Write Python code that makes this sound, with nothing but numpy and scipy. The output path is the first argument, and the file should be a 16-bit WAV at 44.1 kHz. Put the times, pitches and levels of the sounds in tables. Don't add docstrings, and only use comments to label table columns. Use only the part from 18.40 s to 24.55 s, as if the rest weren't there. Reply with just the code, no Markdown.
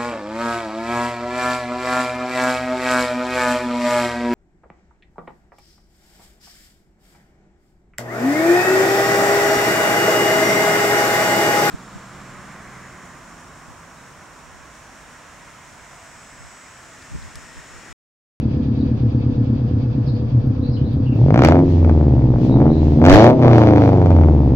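import sys
import numpy as np
from scipy import signal
from scipy.fft import rfft, irfft, next_fast_len
from scipy.io import wavfile
from scipy.ndimage import uniform_filter1d

SR = 44100
rng = np.random.default_rng(int(sys.argv[2]) if len(sys.argv) > 2 else 0)


def int16_out(signal):
    q = np.round(np.clip(np.atleast_2d(signal).T, -1, 1) * 32767)
    wavfile.write(sys.argv[1], SR, q.astype(np.int16))


N = 271215
T = np.arange(N) / SR
CYLINDER_COUNT = 4
IDLE_ENDS_S, IDLE_FADE_S = 2.78, 0.056
MID_FIRING_HZ = 79.3
VACUUM_BUILD_S = 0.091

# time_s, level_db, brightness_db_per_octave
PIPE_BANGS = [(2.884, -24, -2), (2.9058, -9.5, -4), (2.9431, -6.5, -2), (2.9597, -7, -3),
              (2.977, -8.5, -0.5), (2.992, -4.5, -1.5), (3.021, -2.5, -1.5), (3.0372, -3, 0),
              (3.0487, 5.5, 3.5), (3.0865, 0.5, -3.5), (3.1223, -5.5, -3), (3.156, -16, -3.5),
              (3.168, -19, -4), (3.4473, -16, -3), (3.4955, -11, -4.5), (3.522, -35.5, -6),
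              (3.6111, -21, -6.5), (3.792, -31, -6), (3.82, -30, -3), (3.9391, -14, -13),
              (3.96, -21, -11.5), (4.161, -20, -13.5), (4.2029, -18, -3.5), (4.2174, -17.5, -9),
              (4.2563, -28, -3), (4.302, -28.5, -10), (4.6167, -13, -3.5), (4.641, -9.5, -0.5),
              (4.6525, -4, 2), (4.664, -3, 2.5), (4.6982, 1, 3.5), (4.7431, -6, 7), (4.8431, -13, 3),
              (4.876, -21.5, 9), (4.9006, -18, 5), (5.0472, -16, -3), (5.0811, -14, 1), (5.1135, -16, -0.5),
              (5.1475, -13, -2), (5.1822, -8.5, -1.5), (5.2178, -11, -3), (5.236, -12, -1),
              (5.2877, -16.5, -2), (5.3237, -24, -4), (5.3606, -14, -0.5), (5.3815, -15, -1),
              (5.4203, -12.5, -4), (5.438, -19.5, -3), (5.459, -18, -5), (5.4774, -15.5, -2.5),
              (5.4915, -14.5, -5), (5.5319, -19, -2.5), (5.5743, -21, -0.5), (5.6164, -16, -4.5),
              (5.6598, -16, -3.5), (5.7054, -12.5, -3.5), (5.716, -17, -5), (5.7512, -18, -3),
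              (5.765, -17, -1.5), (5.787, -19, -6), (5.813, -18, -2), (5.8359, -13, -6),
              (5.8857, -14.5, -8)]
# pitch_hz, level_db
CRACK_COLOUR = [(800, -12), (1800, 15.5), (2800, 7.5), (4000, 4), (6800, -3), (8000, -25.5), (12000, -20.5),
                (15500, -42.5)]


def undb(db):
    return 10 ** (np.asarray(db) / 20)


def curve(table):
    return np.interp(T, *np.transpose(table))


def noise():
    return rng.standard_normal(N)


def unit(x):
    return x / np.sqrt(np.mean(x ** 2))


def steady(x, span_s):
    size = int(span_s * SR)
    power = uniform_filter1d(uniform_filter1d(x ** 2, size), size)
    return x / np.sqrt(np.abs(power) + 1e-6 * power.mean())


def pulses(times, sizes):
    return np.bincount(np.clip(times * SR, 0, N).astype(int), sizes, N + 1)[:N]


def swell(time_s, half_s):
    return np.exp(-((T - time_s) / half_s) ** 2)


def convolve(x, response):
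    return signal.fftconvolve(x, response)[:N]


def colour(x, points, size=4096):
    hz, db = np.transpose(points)
    bin_hz = np.arange(size // 2 + 1) * SR / size
    gain = undb(np.interp(np.log(bin_hz + 1), np.log(hz), db))
    cepstrum = irfft(np.log(gain))[:size // 2]
    cepstrum[1:] *= 2
    return convolve(x, irfft(np.exp(rfft(cepstrum, size))))


def ring(x, modes):
    t = T[:SR // 4]
    response = sum(undb(db) * width / SR * np.exp(-np.pi * width * t) * np.cos(2 * np.pi * hz * t)
                   for hz, width, db in modes)
    return convolve(x, response)


def keep(x, hz, side, order=2):
    size = next_fast_len(len(x) + SR // 4)
    ratio = (np.arange(size // 2 + 1) * SR / size / hz) ** (2 * order)
    gain = np.sqrt((1 if side == "low" else ratio) / (1 + ratio))
    return irfft(rfft(x, size) * gain, size)[:len(x)]


def echoes(x, fade_s, low_hz, high_hz, delay_s):
    t = T[:SR // 2]
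    tails = rng.standard_normal((2, len(t))) * undb(-60 * t / fade_s) * (t > delay_s)
    tails /= np.sqrt(np.sum(tails ** 2, axis=1, keepdims=True))
    return np.array([convolve(x, keep(keep(tail, low_hz, "high"), high_hz, "low")) for tail in tails])


def birds(warble=0.051):
    # start_s, length_s, start_hz, end_hz, level_db
    notes = [(0.378, 0.05, 4520, 3780, -51.5), (1.656, 0.041, 5490, 3780, -44),
             (1.737, 0.031, 4120, 5000, -48.5), (2.2, 0.12, 3730, 4900, -49),
             (2.423, 0.077, 3420, 4860, -54.5), (2.316, 0.041, 5500, 3750, -45.5),
             (2.364, 0.012, 3250, 2770, -43), (2.507, 0.016, 4770, 3160, -47.5),
             (2.65, 0.043, 2940, 2590, -45), (2.71, 0.031, 2840, 2340, -44.5),
             (4.075, 0.095, 3860, 3790, -50.5), (4.277, 0.15, 4037, 4150, -51)]
    song = np.zeros(N)
    flutter = 1 + warble * unit(keep(noise(), 220, "low"))
    for start_s, length_s, start_hz, end_hz, db in notes:
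        note = (T > start_s) & (T < start_s + length_s)
        progress = (T[note] - start_s) / length_s
        pitch = start_hz * (end_hz / start_hz) ** progress * flutter[note]
        song[note] += undb(db) * np.sin(np.pi * progress) * np.sin(2 * np.pi * np.cumsum(pitch) / SR)
    return 0.5 * song + undb(3.5) * echoes(song, 0.25, 1500, 5700, 0.0027)


def ticks(pitch_hz=12100, width_hz=450):
    # time_s, peak_db
    clicks = [(2.075, -46), (2.195, -54), (2.535, -50), (2.755, -52), (2.821, -50), (4.5, -49),
              (4.595, -47)]
    times, db = np.transpose(clicks)
    return ring(pulses(times, undb(db)), [(pitch_hz, width_hz, 0)]) * SR / width_hz


def intake():
    # middle_s, half_length_s, level_db
    gusts = [(2.835, 0.1, -55), (3.332, 0.091, -50.5), (4.052, 0.065, -48.5), (4.485, 0.17, -51),
             (5.182, 0.1, -43), (5.432, 0.087, -47.5)]
    # pitch_hz, level_db
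    hiss_colour = [(800, -16.5), (2000, 1.5), (3500, 1), (5500, -3.5), (7000, -12.5), (8200, -22),
                   (13500, -31), (15000, -14.5)]
    loudness = sum(undb(db) * swell(middle_s, half_s) for middle_s, half_s, db in gusts)
    return loudness * np.array([unit(colour(noise(), hiss_colour)) for _ in range(2)])


def engine_bay(phase, rumble_db=-38, throb=0.53, whine_db=-7):
    # pitch_hz, level_db
    rumble_colour = [(20, 6), (45, 2.5), (150, 6.5), (400, 5.5), (600, 3.5), (1000, -5.5), (1500, -13.5),
                     (2500, -30), (4900, -26.5), (6500, -35), (7500, -55.5), (15000, -44)]
    # pitch_hz, level_db
    valve_colour = [(900, 1.5), (1500, -12.5), (2400, 2.5), (3300, -0.5), (4950, -3.5), (5600, -13.5),
                    (6800, -15.5), (7800, -55)]
    # time_s, level_db
    rustle_levels = [(0, -53), (1.85, -55.5), (2.1, -57.5), (2.6, -57.5), (6.15, -59.5)]
    rumble = np.array([unit(colour(noise(), rumble_colour)) for _ in range(2)]) * undb(rumble_db)
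    rustle = unit(colour(noise(), valve_colour))
    rustle *= 1 + throb * np.cos(2 * np.pi * phase / CYLINDER_COUNT)
    whine = unit(ring(noise(), [(1730, 55, 0), (4875, 90, -7)])) * undb(whine_db)
    shudder_db = np.where(T > IDLE_ENDS_S, -32.2, -40)
    shudder = unit(keep(keep(noise(), 30, "low", order=3), 14, "high")) * undb(shudder_db)
    machinery = (rustle + whine) * undb(curve(rustle_levels))
    return rumble + shudder + echoes(machinery, 0.16, 500, 7700, 0.0055)


def shock_share(crack_db, onset_db=-56, span_db=16):
    return np.clip((crack_db - onset_db) / span_db, 0.04, 0.9)


def jet(firing_hz, crack_db, revved, roar_db=-35):
    # pitch_hz, level_db
    roar_colour = [(60, 3), (120, -1), (300, -1.5), (500, 19), (900, -13.5), (1500, -19), (2500, -29.5),
                   (6800, -57.5)]
    hiss = unit(colour(noise(), CRACK_COLOUR)) * np.sqrt(8.5 - shock_share(crack_db)) * undb(crack_db - 8)
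    roar = unit(colour(noise(), roar_colour)) * (firing_hz / firing_hz.max()) ** 2 * undb(roar_db)
    return hiss * revved + roar


def blasts(phase, throb=0.99):
    # middle_s, half_length_s, buffet_db, rasp_db
    gusts = [(3.065, 0.053, -28, -33.5), (4.74, 0.039, -8.5, -22)]
    # pitch_hz, level_db
    rasp_colour = [(600, -14.5), (1200, 5.5), (1800, 11), (2600, 2.5), (5000, -1.5), (7000, -11),
                   (8500, -24), (15000, -27.5)]
    buffet = unit(keep(keep(noise(), 75, "low"), 31, "high"))
    rasp = unit(colour(noise(), rasp_colour)) * (1 + throb * np.cos(2 * np.pi * phase))
    return sum(swell(middle_s, half_s) * (undb(buffet_db) * buffet + undb(rasp_db) * rasp)
               for middle_s, half_s, buffet_db, rasp_db in gusts)


def chug(firings, start_hz=144.3, end_hz=95.8, lag_firings=0.47, waver_db=3.6):
    cycles = (np.interp(T, firings, np.arange(len(firings))) - lag_firings) / CYLINDER_COUNT
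    progress = cycles % 1
    strength = undb(waver_db * rng.standard_normal(len(firings)))[np.floor(cycles).astype(int)]
    pitch = start_hz + (end_hz - start_hz) * progress
    return unit(strength * np.sin(np.pi * progress) * np.sin(2 * np.pi * np.cumsum(pitch) / SR))


def idle(firings, level_db=-18.5, scatter_db=2.8, jitter_s=0.00077, tone_hz=489):
    # late_by_firings, deep_db, upper_db
    cylinders = [(-0.039, 1.5, -23.5), (-0.002, 4, -8.5), (-0.092, 1, -3.5), (-0.042, -6, -3)]
    # pitch_hz, width_hz, level_db
    deep_notes = [(86, 8.6, 1), (122.8, 12.3, -1)]
    # pitch_hz, width_hz, level_db
    upper_notes = [(226.6, 19.6, 2), (262.8, 9.8, 5), (298.1, 8.2, 1.5), (380.4, 14, -2.5)]
    late, deep_db, upper_db = np.array(cylinders)[np.arange(len(firings)) % CYLINDER_COUNT].T
    time_luck, deep_luck, upper_luck = rng.standard_normal((len(firings), 3)).T
    times = firings + late * np.gradient(firings) + jitter_s * time_luck
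    idling = firings < IDLE_ENDS_S + IDLE_FADE_S
    deep = pulses(times, idling * undb(deep_db + scatter_db * deep_luck))
    upper = pulses(times, idling * undb(upper_db + scatter_db * upper_luck))
    upper += 0.5 * upper.std() * noise()
    deep = keep(keep(ring(deep, deep_notes), 290, "low", order=3), 60, "high")
    upper = keep(keep(ring(upper, upper_notes), 292.3, "low", order=6), 120, "high", order=4)
    tone = steady(keep(ring(noise(), [(tone_hz, 9, 0)]), 3400, "low"), 0.82) * undb(-23)
    rumble = steady(deep + undb(-0.5) * upper, 0.98) + undb(-2) * chug(firings)
    return (steady(rumble, 0.72) + tone) * undb(level_db)


def pedal(full_return_s=0.2, return_power=4.26, release_s=0.023):
    # start_s, press_s, hold_s, opening (0 to 1)
    stabs = [(2.75, 0.34, 0.01, 0.54), (4.001, 0.2, 0.0083, 0.38), (4.567, 0.12, 0.075, 0.91)]
    throttle, vacuum = np.zeros(N), np.zeros(N)
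    next_starts = [row[0] for row in stabs[1:]] + [np.inf]
    for (start_s, press_s, hold_s, opening), next_s in zip(stabs, next_starts):
        lift_s = start_s + press_s + hold_s
        return_s = full_return_s * np.sqrt(opening)
        closing = np.clip((T - lift_s) / return_s, 0, 1) ** return_power
        throttle += opening * np.clip((T - start_s) / press_s, 0, 1) * (1 - closing)
        building = (T - lift_s - return_s) / VACUUM_BUILD_S
        vacuum += opening * np.clip(np.minimum(building, (next_s - T) / release_s), 0, 1)
    return throttle, vacuum


def exhaust_levels(firing_hz, throttle, vacuum, afterburn):
    # rate_hz, width_hz, level_db
    boom_rates = [(84.3, 10.6, -1.5), (119.4, 10, -4)]
    octaves = np.log2(firing_hz / MID_FIRING_HZ)
    drone_db = 7.5 * throttle ** 0.35 + 4.5 * afterburn + 2.5 * octaves
    bark_db = -35 + 27 * throttle ** 0.93 + 21.5 * afterburn + 2.5 * octaves
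    crack_db = -56 + 34.5 * throttle ** 4 + 6.5 * afterburn + 5.5 * octaves
    resonance = np.sqrt(sum(undb(db) ** 2 / (1 + (2 * (firing_hz - hz) / width) ** 2)
                            for hz, width, db in boom_rates))
    boom_gain = undb(-7.5) * resonance * (np.sqrt(vacuum) - throttle)
    drone_db -= 3 * resonance
    return boom_gain, drone_db, bark_db, crack_db


def burble(firings, phase, push_db):
    # pitch_hz, width_hz, level_db
    hot_notes = [(114, 74, -0.5), (131, 52, -6), (227, 7.6, 7), (264, 29, 4), (308, 13, 2.5)]
    push = undb(push_db)
    lowest_note = 2 * np.gradient(phase) * np.cos(2 * np.pi * phase)
    overtones = pulses(firings, push / push.mean()) - lowest_note
    ringing = ring(unit(overtones) + 0.3 * noise(), hot_notes)
    return steady(keep(keep(ringing, 63, "high", order=3), 610, "low", order=6), 0.039)


def drone(phase, vacuum, waver_db=2, drift_turns=0.059):
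    # multiple_of_firing_rate, pulling_db, coasting_db
    tones = [(0.75, -31, -24.5), (1.25, -30.5, -24.5), (1.5, -55.5, -38.5), (1.75, -22, -21),
             (2.0, -25.5, -21), (2.25, -31.5, -32), (2.5, -35.5, -32.5), (2.75, -30.5, -20.5),
             (3.0, -17.5, -25.5), (3.25, -33.5, -31), (3.5, -35, -33.5), (3.75, -29, -27),
             (4.0, -22.5, -29.5), (4.25, -33, -30), (4.5, -36, -30.5), (4.75, -41.5, -31), (5.0, -23, -29)]
    # pitch_hz, level_db
    pipe_colour = [(55.0, -13.5), (85.0, -1.5), (105.0, -5), (125.0, 5), (145.0, -1.25), (170.0, -2.5),
                   (195.0, -11.5), (225.0, -5.5), (260.0, -2), (305.0, -1), (350.0, -3), (420.0, -9),
                   (500.0, -6.5), (650.0, -3.5)]
    pipe_hz, pipe_db = np.transpose(pipe_colour)
    firing_hz = np.gradient(phase) * SR
    out = np.zeros(N)
    for multiple, pulling_db, coasting_db in tones:
        waver, sway = (np.interp(T * 7, np.arange(64), rng.standard_normal(64)) for _ in range(2))
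        db = pulling_db + (coasting_db - pulling_db) * vacuum + waver_db * waver
        db += np.interp(multiple * firing_hz, pipe_hz, pipe_db)
        lag = rng.random() * (multiple % 1 > 0) + drift_turns * sway
        out -= np.sqrt(2) * undb(db) * np.sin(2 * np.pi * (multiple * phase + lag))
    return out


def bark(times, front_db, puff, bark_db, edge_hz=980):
    # pitch_hz, level_db
    bark_colour = [(200, -42.5), (340, -2.5), (480, 2), (690, 3), (860, -1.5), (1050, -9), (1350, -18.5),
                   (1600, -24.5), (2000, -28), (2800, -40), (6000, -62)]
    fronts = steady(-pulses(times, undb(front_db)), 0.06) + 0.45 * unit(puff * noise())
    bright = steady(colour(fronts, bark_colour), 0.029)
    dull = keep(bright, edge_hz, "low", order=5)
    snarl = np.clip((bark_db + 40) / 22, 0.3, 1.4)
    return (dull + snarl * (bright - dull)) * undb(bark_db + 0.87)


def spit(times, front_db, pressure_db, threshold_db=-10.5, level_db=-39):
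    # pitch_hz, level_db
    spit_colour = [(400, -8), (900, 3.5), (1400, 5.5), (2100, 1), (2800, -8.5), (3600, -8.5), (6500, -18),
                   (9000, -65.5)]
    peak_db = np.interp(times, T, pressure_db) + np.minimum(front_db, 5)
    broken = 1 / (1 + undb(2 * (threshold_db - peak_db)))
    return unit(colour(-pulses(times, broken * undb(0.5 * peak_db)), spit_colour)) * undb(level_db)


def crack(times, front_db, puff, crack_db):
    shocks = steady(-pulses(times, undb(2 * front_db)), 0.031)
    cracks = steady(colour(shocks + 0.5 * unit(puff * noise()), CRACK_COLOUR), 0.054)
    return cracks * np.sqrt(shock_share(crack_db)) * undb(crack_db - 3.5)


def bangs(puff_s=0.0071, pivot_hz=1500, size=2048):
    # pitch_hz, level_db
    bang_colour = [(120, -24), (400, 4), (750, 5), (1100, -5), (1500, -3), (2000, -8), (2700, -11.5),
                   (3800, -18.5), (6500, -24), (9000, -44), (15000, -45)]
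    hz, db = np.transpose(bang_colour)
    octaves = np.log2(np.maximum(hz, 500) / pivot_hz)
    out = np.zeros(N + 2 * size)
    t = T[:size]
    for time_s, level_db, brightness in PIPE_BANGS:
        front = colour(np.ones(1), np.c_[hz, db + brightness * octaves], size=size)
        puff = keep(keep(rng.standard_normal(size), 820, "high"), 3500, "low")
        puff *= np.exp(-t / puff_s) * np.sqrt(2 / (puff_s * SR))
        bang = signal.fftconvolve(front / np.abs(front).max(), (t == 0) + undb(-4) * puff)
        start = int(time_s * SR)
        out[start:start + len(bang)] -= undb(level_db) * bang
    return out[:N]


def revving(firings, phase, levels, throttle, vacuum, afterburn, jitter_s=0.00017):
    lateness = [-0.012, 0.021, -0.038, -0.042]
    strengths = [1, -4.5, -2, 1]
    boom_gain, drone_db, bark_db, crack_db = levels
    uneven = 1 - 0.39 * np.sqrt(np.interp(firings, T, throttle))
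    time_luck, push_luck, front_luck = rng.standard_normal((len(firings), 3)).T * uneven
    firings = firings + uneven * np.resize(lateness, len(firings)) * np.gradient(firings)
    times = firings + jitter_s * time_luck
    bang_times = np.array(PIPE_BANGS)[:, 0]
    nearest = np.abs(times[:, None] - bang_times).argmin(axis=0)
    times[nearest] = bang_times
    blow_db = uneven * np.resize(strengths, len(firings))
    front_db = blow_db + 3 * front_luck
    puff = np.exp(-(phase % 1))
    boom = np.sqrt(2) * np.cos(2 * np.pi * (phase + 0.32))
    boom *= boom_gain * (1 + 0.016 * unit(keep(noise(), 27, "low")))
    burbling = burble(firings, phase, blow_db + 7 * push_luck) * undb(drone_db - 23.5)
    barking = bark(times, front_db, puff, bark_db)
    spitting = spit(times, front_db, bark_db + 2 * afterburn)
    cracking = crack(times, front_db, puff, crack_db)
    droning = drone(phase, vacuum) * undb(drone_db)
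    return boom + burbling + droning + barking + spitting + cracking + bangs()


def scene(shade_db=-3, ear_lag_s=0.00013, afterburn_from_s=3.39, afterburn_above_hz=49.3):
    # time_s, firings_per_s
    speed = [(0.0, 34.67), (0.82, 34.49), (1.42, 32.96), (2.75, 31.81), (2.84, 42.84), (2.92, 51.2),
             (3.05, 77.38), (3.14, 86.8), (3.22, 89.98), (3.3, 90.01), (3.45, 83.76), (3.64, 75.09),
             (3.85, 64.37), (3.99, 60.72), (4.1, 64.84), (4.24, 75.44), (4.34, 79.64), (4.45, 78.44),
             (4.57, 74.8), (4.67, 85.96), (4.78, 105.35), (4.88, 121.87), (4.95, 129.41), (5.02, 124.68),
             (5.2, 114.71), (5.4, 104.58), (5.6, 93.57), (5.8, 82.7), (6.0, 71.83), (6.15, 64.75)]
    firing_hz = curve(speed)
    phase = np.cumsum(firing_hz) / SR
    firings = np.interp(np.arange(int(phase[-1]) + 1), phase, T)
    throttle, vacuum = pedal()
    afterburn = vacuum * np.clip((firing_hz - afterburn_above_hz) / MID_FIRING_HZ, 0, None)
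    afterburn *= np.clip((T - afterburn_from_s) / VACUUM_BUILD_S, 0, 1)
    levels = exhaust_levels(firing_hz, throttle, vacuum, afterburn)
    crack_db = levels[-1]
    revved = np.clip((T - IDLE_ENDS_S) / IDLE_FADE_S + 1, 0, 1)
    exhaust = np.sqrt(1 - revved) * idle(firings)
    exhaust += np.sqrt(revved) * revving(firings, phase, levels, throttle, vacuum, afterburn)
    shaded = exhaust - (1 - undb(shade_db)) * keep(exhaust, 1300, "high", order=1)
    direct = np.array([exhaust, np.interp(T - ear_lag_s, T, shaded)])
    underbody = undb(-8) * echoes(exhaust, 0.012, 1300, 9700, 0.00047)
    yard = undb(-14.5) * echoes(exhaust, 0.089, 70, 5000, 0.021)
    birdsong = birds()
    gas = np.array([jet(firing_hz, crack_db, revved) + blasts(phase) for _ in range(2)])
    return direct + underbody + yard + birdsong + engine_bay(phase) + intake() + ticks() + gas


def record(dry, drive_db=2.0, knee=14, top_hz=15800):
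    driven = dry * undb(drive_db)
    clipped = driven / (1 + np.abs(driven) ** knee) ** (1 / knee)
    return signal.sosfilt(signal.ellip(8, 0.2, 70, top_hz, fs=SR, output="sos"), clipped)


dry = scene()
out = record(dry)
int16_out(out)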